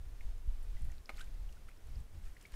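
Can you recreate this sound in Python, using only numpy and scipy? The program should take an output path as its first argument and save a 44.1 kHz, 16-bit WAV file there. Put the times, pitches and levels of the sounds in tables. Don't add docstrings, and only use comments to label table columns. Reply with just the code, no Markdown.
import sys
import numpy as np
from scipy import signal
from scipy.fft import rfft, irfft
from scipy.io import wavfile
from scipy.ndimage import uniform_filter1d

SR = 44100
rng = np.random.default_rng(int(sys.argv[2]) if len(sys.argv) > 2 else 0)


def inscribe(sig):
    pcm = np.round(np.clip(np.atleast_2d(sig).T, -1, 1) * 32767)
    wavfile.write(sys.argv[1], SR, pcm.astype(np.int16))


N = 112454


def undb(db):
    return 10 ** (np.asarray(db) / 20)


def unit(x):
    return x / np.sqrt(np.mean(x ** 2))


def curve(points):
    return np.interp(np.arange(N) / SR, *np.array(points).T)


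def colour(x, points):
    hz, db = np.array(points).T
    freqs = np.maximum(np.arange(N // 2 + 1) * SR / N, 1)
    gain = undb(np.interp(np.log(freqs), np.log(hz), db))
    return unit(irfft(rfft(x) * gain, N))


def ring(t, hz, ring_s, attack_s, rise_per_s=0):
    tone = np.sin(2 * np.pi * hz * t * (1 + rise_per_s * t / 2))
    return tone * (1 - np.exp(-t / attack_s)) * np.exp(-np.log(1000) * t / ring_s)


def burst(hz, octaves, fade_s, attack_s=0.00015):
    size = SR // 10
    t = np.arange(size) / SR
    freqs = np.maximum(np.arange(size // 2 + 1) * SR / size, 1)
    band = np.exp(-(np.log2(freqs / hz) / octaves) ** 2 / 2)
    noise = unit(irfft(rfft(rng.standard_normal(size)) * band, size))
    return noise * np.exp(-t / fade_s) * (1 - np.exp(-t / attack_s))


def add(out, start, sound):
    i = int(start * SR)
    out[i:i + len(sound)] += sound[:N - i]


def eddies(spectrum):
    noise = colour(rng.standard_normal(N), spectrum)
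    power = uniform_filter1d(uniform_filter1d(noise ** 2, size=SR // 25), size=SR // 25)
    return noise / np.sqrt(power)


# frequency in Hz, relative level in dB.
RUMBLE_TONE = [(10,-4),(22,2),(32,-5),(45,-9),(60,-16.5),(80,-25),(140,-40),(400,-71.5),(3000,-130)]
FLUTTER_TONE = [(35,-10),(65,3),(100,0.5),(130,-11.5),(170,-17),(250,-31.5),(500,-52),(3000,-110)]
RUSH_TONE = [(100,14.5),(300,5.5),(700,3.5),(1500,-2),(4000,-4),(8000,-10),(15000,-14.5)]
# time in seconds, relative level in dB.
RUMBLE_LEVEL = [(0,-47),(.12,-45.5),(.17,-50),(.25,-37),(.43,-47),(.5,-37.5),(.62,-41),(.72,-39),(.87,-36.5),(1.0,-51),(1.08,-57.5),(1.15,-45),(1.47,-42.5),(1.58,-56),(1.66,-49),(1.8,-58),(1.88,-46),(1.99,-45),(2.1,-56.5),(2.15,-42.5),(2.2,-53),(2.27,-41),(2.36,-56),(2.49,-68.5),(2.55,-40.5)]
FLUTTER_LEVEL = [(0.0, -60), (0.1, -57), (0.15, -57), (0.18, -73), (0.21, -64), (0.33, -67), (0.47, -61),
                 (0.55, -69), (0.88, -45.5), (0.93, -64), (0.98, -53.5), (1.05, -78), (1.09, -68),
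                 (1.27, -84), (1.34, -58), (1.42, -68), (1.57, -56.5), (1.74, -68.5), (2.01, -44.5),
                 (2.06, -69), (2.18, -49), (2.41, -69), (2.5, -71), (2.55, -71)]
RUSH_LEVEL = [(0,-72),(.18,-68),(.27,-64.5),(.43,-74),(.5,-67),(.86,-67),(.95,-67),(1.02,-83),(1.13,-65),(1.5,-68.5),(1.79,-73.5),(1.86,-68),(2.0,-65.5),(2.1,-85),(2.15,-65.5),(2.28,-77),(2.34,-75.5),(2.55,-73.5)]

def wind(rumble_db=3, flutter_db=-1.5):
    rush = colour(rng.standard_normal(N), RUSH_TONE) * undb(curve(RUSH_LEVEL))
    rumble = eddies(RUMBLE_TONE) * undb(curve(RUMBLE_LEVEL) + rumble_db)
    flutter = eddies(FLUTTER_TONE) * undb(curve(FLUTTER_LEVEL) + flutter_db)
    return rumble + flutter + rush


# frequency in Hz, relative level in dB.
HISS_TONE = [(30,17),(120,10),(250,8.5),(500,4.5),(1000,0),(2000,-3),(4000,-8.5),(8000,-10),(13000,-12),(15500,-15.5)]

def hiss(level_db=-65.5):
    return undb(level_db) * colour(rng.standard_normal(N), HISS_TONE)


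# start in seconds, pitch in Hz, level in dB, ring time in seconds.
BUBBLES = [(0.2088,2155,-45,0.018),(.331,5200,-61,0.014),(.379,7170,-58,.01),(.635,8650,-58.5,0.013),(.7675,1960,-56.5,0.046),
           (0.819,8180,-53,.01),(0.8995,1855,-54.5,0.027),(0.9171,6940,-52,0.0065),(.921,2240,-50,0.0066),(0.9815,4070,-54,0.012),(1.0575,5000,-47.5,0.012),
           (1.101,4900,-59,.012),(1.1178,2120,-53,0.02),(1.144,2980,-52,0.0083),(1.164,4140,-58,0.0074),(1.1701,3960,-52,0.018),(1.177,4440,-54,0.011),(1.181,2500,-46,0.009),
           (1.1862,6830,-54,0.0088),(1.189,1720,-48,0.015),(1.195,2970,-50,0.008),(1.2,2200,-47.5,0.0067),(1.2072,3250,-47,0.013),(1.2112,4950,-54,0.025),
           (1.273,2330,-50.5,0.015),(1.491,2870,-56,0.014),(1.5263,2850,-53.5,0.0072),(1.569,1430,-55.5,0.027),(1.6854,2200,-52,0.005),(1.690,2080,-52.5,.012),(1.698,2360,-55.5,0.01),(1.7145,2380,-56,.007),
           (1.773,5230,-60,0.013),(1.899,5300,-62,0.015),(1.956,4890,-52.5,0.014),(2.003,8040,-58.5,.018),(2.367,1960,-47.5,0.015),(2.411,7300,-49.5,0.0058),(2.452,2213,-43,0.03)]

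def bubbles(fizz_db=-10, clean_after_s=0.011):
    out, t = np.zeros(N), np.arange(SR // 10) / SR
    for start, hz, db, ring_s in BUBBLES:
        tone = ring(t, hz, ring_s, attack_s=0.00077, rise_per_s=3.6)
        fizz_gain = undb(fizz_db) * min(1, clean_after_s / ring_s)
        fizz = fizz_gain * burst(hz, octaves=0.31, fade_s=0.0035)
        add(out, start, undb(db) * (tone + fizz))
    return out


def forest_echo(sound, level_db=-20.5, ring_s=0.25, attack_s=0.0016, dull_above_hz=4400):
    t = np.arange(SR // 2) / SR
    tail = rng.standard_normal(len(t)) * np.exp(-np.log(1000) * t / ring_s) * (1 - np.exp(-t / attack_s))
    tail = signal.sosfilt(signal.butter(1, dull_above_hz, fs=SR, output="sos"), tail)
    tail /= np.sqrt(np.sum(tail ** 2))
    return undb(level_db) * signal.fftconvolve(sound, tail)[:N]


# start in seconds, level in dB, pitch in Hz.
BUFFETS = [(0.476,-17,37.4),(0.715,-23,32),(0.801,-28,42),(0.807,-43,154),(0.827,-31,55.7),(1.858,-32.5,52),(1.965,-29,48.7),(2.146,-32.5,47),(2.155,-47,125),(2.526,-36,49.3)]

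def buffets():
    out, t = np.zeros(N), np.arange(SR // 4) / SR
    for start, db, hz in BUFFETS:
        add(out, start, undb(db) * ring(t, hz, ring_s=0.092, attack_s=0.0072))
    return out


# start in seconds, relative level in dB, middle pitch in Hz, fade in seconds.
TICKS = [(0.627,-56,9400,0.0036),(0.848,-51.5,10500,0.0016),(1.0942,-52,9500,0.00088),(1.164,-53,3200,0.0018),(1.171,-53,7000,0.0029),(1.189,-49.5,2980,0.0018),(1.2102,-54,4760,0.002),(1.226,-59,5000,0.0016),(1.243,-55,4900,.002),
         (1.525,-57,6000,0.0045),(1.872,-56.5,11500,.0024),(2.371,-54.5,2390,0.0021),(2.4131,-49.5,3880,0.001),(2.4264,-49,7500,.001),(2.456,-54.5,3000,0.0039),(2.468,-57,12000,.002),(2.521,-52.5,5000,0.0018),(2.540,-47,1480,0.0023)]

def ticks(gain_db=-4):
    out = np.zeros(N)
    for start, db, hz, fade_s in TICKS:
        add(out, start, undb(db + gain_db) * burst(hz, octaves=0.8, fade_s=fade_s))
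    return out


# frequency in Hz, relative level in dB.
MUD_TONE = [(200,-21),(520,-2),(850,-18),(1200,-5),(1520,-1),(2300,-2),(3600,-6.5),(5500,-8.5),(9000,-9.5),(15000,-18)]
# peak time, swell and fade, all in seconds, then level in dB.
SQUELCHES = [(.79,0.085,0.16,-70.5),(1.18,0.034,0.0085,-67.5),(1.196,0.01,.006,-61),(1.209,0.008,0.021,-58),(1.688,0.0064,0.0056,-63),(2.261,0.034,0.069,-66.5),(2.42,0.025,0.077,-68.5),(2.54,0.011,0.026,-60)]

def squelches(pops_per_s=4500, low_hz=867, high_hz=15000, fade_cycles=3.5, spread_db=2.5):
    t, crackle = np.arange(N) / SR, np.zeros(N)
    pop_t = t[:SR // 100]
    for when, pitch, strength in rng.random((int(pops_per_s * N / SR), 3)):
        hz = low_hz * (high_hz / low_hz) ** pitch
        pop = np.sin(2 * np.pi * hz * pop_t) * np.exp(-hz * pop_t / fade_cycles)
        gain = hz / low_hz * undb(-spread_db * np.log(1 - strength))
        add(crackle, when * N / SR, gain * pop)
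    pull = sum(undb(db) * np.exp(-np.maximum((peak - t) / swell, (t - peak) / fade))
               for peak, swell, fade, db in SQUELCHES)
    return colour(crackle, MUD_TONE) * pull


# pitch in Hz, relative level in dB, ring time in seconds.
POCKET_NOTES = [(258,-14,0.0064),(463,-9,0.014),(630,-6,0.028),(738,-6.5,0.025),(1230,-2,0.02),(2206,-1,0.012),(2373,-2,0.013),(2800,-18,0.015),(4030,-14.5,0.01)]
# frequency in Hz, relative level in dB.
SPRAY_TONE = [(150,-1),(700,-3),(2400,-4),(4300,-10),(5800,-17),(9000,-17),(15000,-24)]
# start in seconds, level in dB, brightness in dB per octave.
HOOF_SLAPS = [(1.0924,-37.5,0.5),(1.0938,-36.5,9),(1.1012,-41.5,-3)]

def hoof(thud_db=-19.5, thud_hz=503, spray_db=-14.5, spray_fade_s=0.0066):
    out, t = np.zeros(N), np.arange(SR // 10) / SR
    middle_hz = np.mean([hz for hz, _, _ in POCKET_NOTES])
    for start, db, brightness in HOOF_SLAPS:
        pocket = np.zeros(len(t))
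        for hz, note_db, ring_s in POCKET_NOTES:
            note_gain = undb(note_db + brightness * np.log2(hz / middle_hz))
            pocket += note_gain * ring(t, hz, ring_s, attack_s=0.00065)
        spray = colour(rng.standard_normal(N), SPRAY_TONE)[:len(t)] * np.exp(-t / spray_fade_s)
        thud_gain = undb(thud_db + brightness * np.log2(thud_hz / middle_hz))
        thud = thud_gain * burst(thud_hz, octaves=0.69, fade_s=0.0048)
        add(out, start, undb(db) * (pocket + thud + undb(spray_db) * spray))
    return out


# start in seconds, final pitch in Hz, level in dB, ring time in seconds.
GULPS = [(1.1002,820,-47,.016),(1.179,1620,-47.5,0.028),(1.1935,1560,-42,0.015),(1.2055,1604,-41,0.056),(1.2095,4240,-40.5,0.019),(1.6862,1650,-42,.013)]

def gulps(attack_s=0.0019, glide_s=0.0055, start_share=0.79):
    out, t = np.zeros(N), np.arange(SR // 10) / SR
    glide = 1 - (1 - start_share) * np.exp(-t / glide_s)
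    for start, hz, db, ring_s in GULPS:
        loudness = (1 - np.exp(-t / attack_s)) * np.exp(-np.log(1000) * t / ring_s)
        tone = np.sin(2 * np.pi * np.cumsum(hz * glide) / SR)
        add(out, start, undb(db) * loudness * tone)
    return out


def scene():
    mud = hoof() + gulps() + bubbles() + ticks() + squelches()
    return (mud + hiss() + forest_echo(mud) + wind() + buffets())[None]


def record(dry):
    top_hz = 15600
    return signal.sosfilt(signal.ellip(10, .2, 70, top_hz, fs=SR, output="sos"), dry)


dry = scene()
out = record(dry)
inscribe(out)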